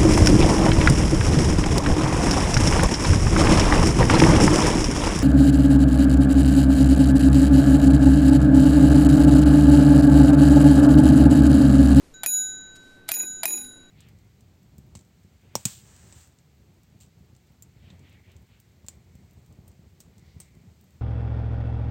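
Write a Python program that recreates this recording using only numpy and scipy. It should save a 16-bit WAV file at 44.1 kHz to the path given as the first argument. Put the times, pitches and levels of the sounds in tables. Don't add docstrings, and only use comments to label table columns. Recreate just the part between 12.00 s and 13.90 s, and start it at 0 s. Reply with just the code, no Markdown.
import sys
import numpy as np
from scipy import signal
from scipy.fft import rfft, irfft
from scipy.io import wavfile

SR = 44100
rng = np.random.default_rng(int(sys.argv[2]) if len(sys.argv) > 2 else 0)


def log_audio(samples):
    frames = np.atleast_2d(samples).T
    limited = np.clip(frames, -1, 1)
    pcm = np.round(limited * 32767).astype(np.int16)
    wavfile.write(sys.argv[1], SR, pcm)


N = 83790

# f/Hz, relative level/dB
ROOM_TONE_COLOUR = [(22, 8.5), (35, -1), (70, 1.5), (130, 1.5), (190, -1.5), (290, 1.5), (370, -2),
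                    (480, -5.5), (900, -13.5), (2000, -17), (4500, -25), (9000, -36), (14000, -34.5),
                    (14700, -81)]
GLOVE_COLOUR = [(200, -16), (1500, -13), (5000, -5.5), (8000, -7.5), (13000, -17), (15000, -15)]
CRACK_COLOUR = [(300, 5), (1000, -8), (2300, -6), (3300, -10), (5700, -1.5), (8500, -7.5), (11500, -2.5),
                (14000, 1.5), (14900, -9.5)]
KNOCK_COLOUR = [(300, -25.5), (550, 1.5), (700, 10.5), (1000, -2), (1500, 4.5), (3000, 2), (5000, -0.5),
                (8500, -10), (12000, 2), (13500, 0.5), (14700, -48)]
CLICK_COLOUR = [(400, -9), (1000, -14), (2400, 6), (3500, -5), (5500, 6), (8000, -9.5), (10500, 1),
                (12000, -9), (13500, 5), (14700, -19)]
THUD_COLOUR = [(120, -39), (250, 6), (380, 8), (520, -1.5), (900, 0), (1400, -9), (2300, -2), (3500, -28),
               (6000, -8), (14000, -58)]
# f/Hz, level/dB
HUM_TONES = [(181, -66.5), (272, -68), (364, -66)]
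# t/s, width/s, level/dB
GLOVE_RUBS = [(.05, 0.083, -64), (.5, 0.011, -63.5), (0.763, 0.0057, -53.5), (.88, 0.1, -65.5),
              (1.086, 0.0034, -42.5), (1.114, 0.00082, -31.5)]
# t/s, ring level/dB, trims/dB (first partial,
# second partial, top two partials, low twins, high twins), contact level/dB
GONG_STRIKES = [(0.14, -31.5, 19.5, 11, -32, -19, -13, -41), (0.2613, 0, -4.5, -5, 0.5, -0.5, -7.5, 3),
                (1.1171, -7.5, -2.5, -6.5, 1.5, 5.5, 3.5, 0.5),
                (1.455, -8.5, -8.5, -4, 10.5, 12.5, -5.5, 7.5)]
# f/Hz, twin f/Hz
GONG_PAIRS = [(1528.8, 1486.5), (3880.7, 3919), (6842, 6867), (10224, 10187), (13964, 13936)]
# level/dB, t60/s, twin's relative level/dB, twin t60/s, swell time/s
GONG_RINGS = [(-37, 3.62, -12.5, 2.6, 0.018), (-25.5, 1.407, 3.5, 0.37, 0.065),
              (-9.5, 0.71, -26.5, 0.88, 0.015), (-14.5, .39, -13, 0.54, 0.0038),
              (-16.5, 0.3, 1.5, .25, 0.00067)]
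# t/s, relative level/dB
MAIN_PARTIAL_WAVER = [(.15, 0.5), (.19, -8.5), (.27, -2.5), (.31, -4), (.345, 2.5), (.43, -2), (.7, -3),
                      (1.125, -5.5), (1.16, 1.5), (1.185, -3.5), (1.207, 7), (1.248, -9), (1.278, 0.5),
                      (1.41, 3), (1.48, -2), (1.533, 9), (1.61, -3.5), (1.65, -9), (1.69, -7), (1.771, -8)]
# f/Hz, level/dB, t60/s
CLAPPER_MODES = [(2480, -25, 0.11), (7330, -34, 0.11), (9690, -38, 0.33)]
ARM_MODES = [(849, -31.5, 0.049), (1450, -39, 0.12), (1910, -39, 0.013), (2320, -28.5, 0.086),
             (3942, -24, 0.047), (4610, -28.5, 0.024), (4670, -20, 0.0106), (7110, -22.5, 0.049),
             (7490, -24, 0.042), (9634, -16.5, 0.043), (12290, -23, .04)]
HOUSING_MODES = [(208.6, -53, .45), (254.6, -56.5, 0.86), (339, -47, 0.26), (815, -55.5, 0.32)]
# t/s, level/dB, trim of the arm's low note/dB
FINGER_FLICKS = [(0.2336, -8, -1), (1.0889, -6.5, -3), (1.433, -3, 6.5)]
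# t/s, click level/dB, thud level/dB
ARM_REBOUNDS = [(1.1398, 7, -21.5), (1.166, -35, 1), (1.2, -19, -1.5), (1.2315, -16, -6), (1.4796, 5, 9.5),
                (1.506, 0, 6), (1.5383, -7, 3), (1.575, -6.5, -5), (1.614, -20, -17.5), (1.646, -16, -33)]

MAIN_PARTIAL_HZ, CHOKE_S = 6842, 0.004
ARM_NOTE_HZ, ARM_NOTE_DB, ARM_NOTE_T60_S = 667, -30.5, 0.41
KNOCK_LOW_HZ, BELL_LOW_HZ = 646, 560
CONTACT_RISE_S, ROOM_T60_S, ROOM_TOP_HZ = 0.00054, 0.14, 8400
LIMIT_DB, DETECT_S, ATTACK_S, RELEASE_DB_PER_S = -21, 0.0003, 0.0008, 81.5
CUTOFF_HZ = 15100


def from_db(db):
    return 10 ** (np.asarray(db) / 20)


def since(s):
    return np.maximum(np.arange(N) / SR - s, 0)


def fade(t, t60):
    return np.exp(-np.minimum(np.log(1000) * t / t60, 60))


def ring(t, hz, t60):
    return np.sin(2 * np.pi * hz * t) * fade(t, t60)


def modes(table, s):
    t = since(s)
    return sum((-1) ** k * from_db(db) * ring(t, hz, t60) for k, (hz, db, t60) in enumerate(table))


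def noise(colour):
    hz, db = np.transpose(colour)
    bins_hz = np.maximum(np.arange(N // 2 + 1) * SR / N, 1)
    gain = from_db(np.interp(np.log(bins_hz), np.log(hz), db))
    x = irfft(rfft(rng.standard_normal(N)) * gain, N)
    return x / x.std()


def lag(x, seconds):
    pole = np.exp(-1 / (seconds * SR))
    return signal.lfilter([1 - pole], [1, -pole], x)


def low_cut(x, hz):
    return signal.sosfilt(signal.butter(4, hz, "high", fs=SR, output="sos"), x)


def contacts(hits, colour, low_hz, t60, room_db):
    direct_power, tail_power = 0, 0
    for s, db in hits:
        t = since(s)
        onset = from_db(db) * (1 - np.exp(-t / CONTACT_RISE_S))
        direct_power += (onset * fade(t, t60)) ** 2
        tail_power += (onset * fade(t, ROOM_T60_S)) ** 2
    dulling = signal.butter(2, ROOM_TOP_HZ, fs=SR, output="sos")
    room = signal.sosfilt(dulling, np.sqrt(tail_power) * noise(colour))
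    direct = np.sqrt(direct_power) * noise(colour)
    return low_cut(direct + from_db(room_db) * room, low_hz)


def workshop():
    hum = sum(from_db(db) * np.sin(2 * np.pi * (hz * since(0) + rng.random())) for hz, db in HUM_TONES)
    return from_db(-55) * noise(ROOM_TONE_COLOUR) + hum


def glove():
    t = since(0)
    rubs = sum(from_db(db) * np.exp(-0.5 * ((t - s) / width) ** 2) for s, width, db in GLOVE_RUBS)
    return rubs * noise(GLOVE_COLOUR)


def gong():
    out = 0
    ends = [s for s, *_ in GONG_STRIKES[1:]] + [N / SR]
    waver = from_db(np.interp(since(0), *np.transpose(MAIN_PARTIAL_WAVER)))
    for strike, end in zip(GONG_STRIKES, ends):
        s, ring_db, first_db, second_db, top_db, low_twins_db, high_twins_db, _ = strike
        t = since(s)
        choke = np.exp(-since(end) / CHOKE_S)
        trims_db = [first_db, second_db, 0, top_db, top_db]
        for (hz, twin_hz), ringing, trim_db in zip(GONG_PAIRS, GONG_RINGS, trims_db):
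            db, t60, twin_db, twin_t60, swell_s = ringing
            twin_db += low_twins_db if hz <= MAIN_PARTIAL_HZ else high_twins_db
            pair = ring(t, hz, t60) + from_db(twin_db) * ring(t, twin_hz, twin_t60)
            if hz == MAIN_PARTIAL_HZ:
                pair *= waver
            swell = 1 - 0.57 * np.exp(-t / swell_s)
            out += from_db(ring_db + db + trim_db) * pair * swell * choke
    return out


def ball():
    hits = [(s, contact_db) for s, *_, contact_db in GONG_STRIKES]
    cracks = contacts(hits, CRACK_COLOUR, BELL_LOW_HZ, t60=0.014, room_db=-17)
    return from_db(-11.5) * cracks + sum(from_db(db) * modes(CLAPPER_MODES, s) for s, db in hits)


def flicks():
    tones = 0
    for (s, db, note_db), (landing_s, *_) in zip(FINGER_FLICKS, GONG_STRIKES[1:]):
        note = from_db(ARM_NOTE_DB + note_db) * ring(since(s), ARM_NOTE_HZ, ARM_NOTE_T60_S)
        damping = fade(since(landing_s), t60=0.07)
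        tones += from_db(db) * (note * damping + modes(ARM_MODES, s))
    hits = [(s, db) for s, db, _ in FINGER_FLICKS]
    knocks = contacts(hits, KNOCK_COLOUR, KNOCK_LOW_HZ, t60=0.018, room_db=-11.5)
    return from_db(-14) * knocks + low_cut(tones, KNOCK_LOW_HZ)


def rattles():
    click_hits = [(s, db) for s, db, _ in ARM_REBOUNDS]
    thud_hits = [(s, db) for s, _, db in ARM_REBOUNDS]
    blows = [(s, contact_db + 5) for s, *_, contact_db in GONG_STRIKES]
    clicks = contacts(click_hits, CLICK_COLOUR, BELL_LOW_HZ, t60=0.015, room_db=-14.5)
    thuds = contacts(thud_hits, THUD_COLOUR, low_hz=160, t60=0.035, room_db=-1)
    ping_hz = CLAPPER_MODES[0][0]
    pings = sum(from_db(db) * ring(since(s), ping_hz, t60=0.074) for s, db in thud_hits)
    housing = sum(from_db(db) * modes(HOUSING_MODES, s) for s, db in thud_hits + blows)
    return from_db(-26.5) * clicks + from_db(-40) * thuds + from_db(-34.5) * pings + housing


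def scene():
    bell = low_cut(gong() + ball(), BELL_LOW_HZ)
    return (bell + flicks() + rattles() + glove() + workshop())[None]


def record(dry):
    level_db = 10 * np.log10(lag(dry[0] ** 2, DETECT_S) + 1e-12)
    excess_db = np.maximum(level_db - LIMIT_DB, 0)
    recovery_db = RELEASE_DB_PER_S * since(0)
    duck_db = np.maximum.accumulate(excess_db + recovery_db) - recovery_db
    limited = dry * from_db(-lag(duck_db, ATTACK_S))
    high_cut = signal.cheby2(14, 50, CUTOFF_HZ, fs=SR, output="sos")
    return signal.sosfilt(high_cut, limited)


dry = scene()
out = record(dry)
log_audio(out)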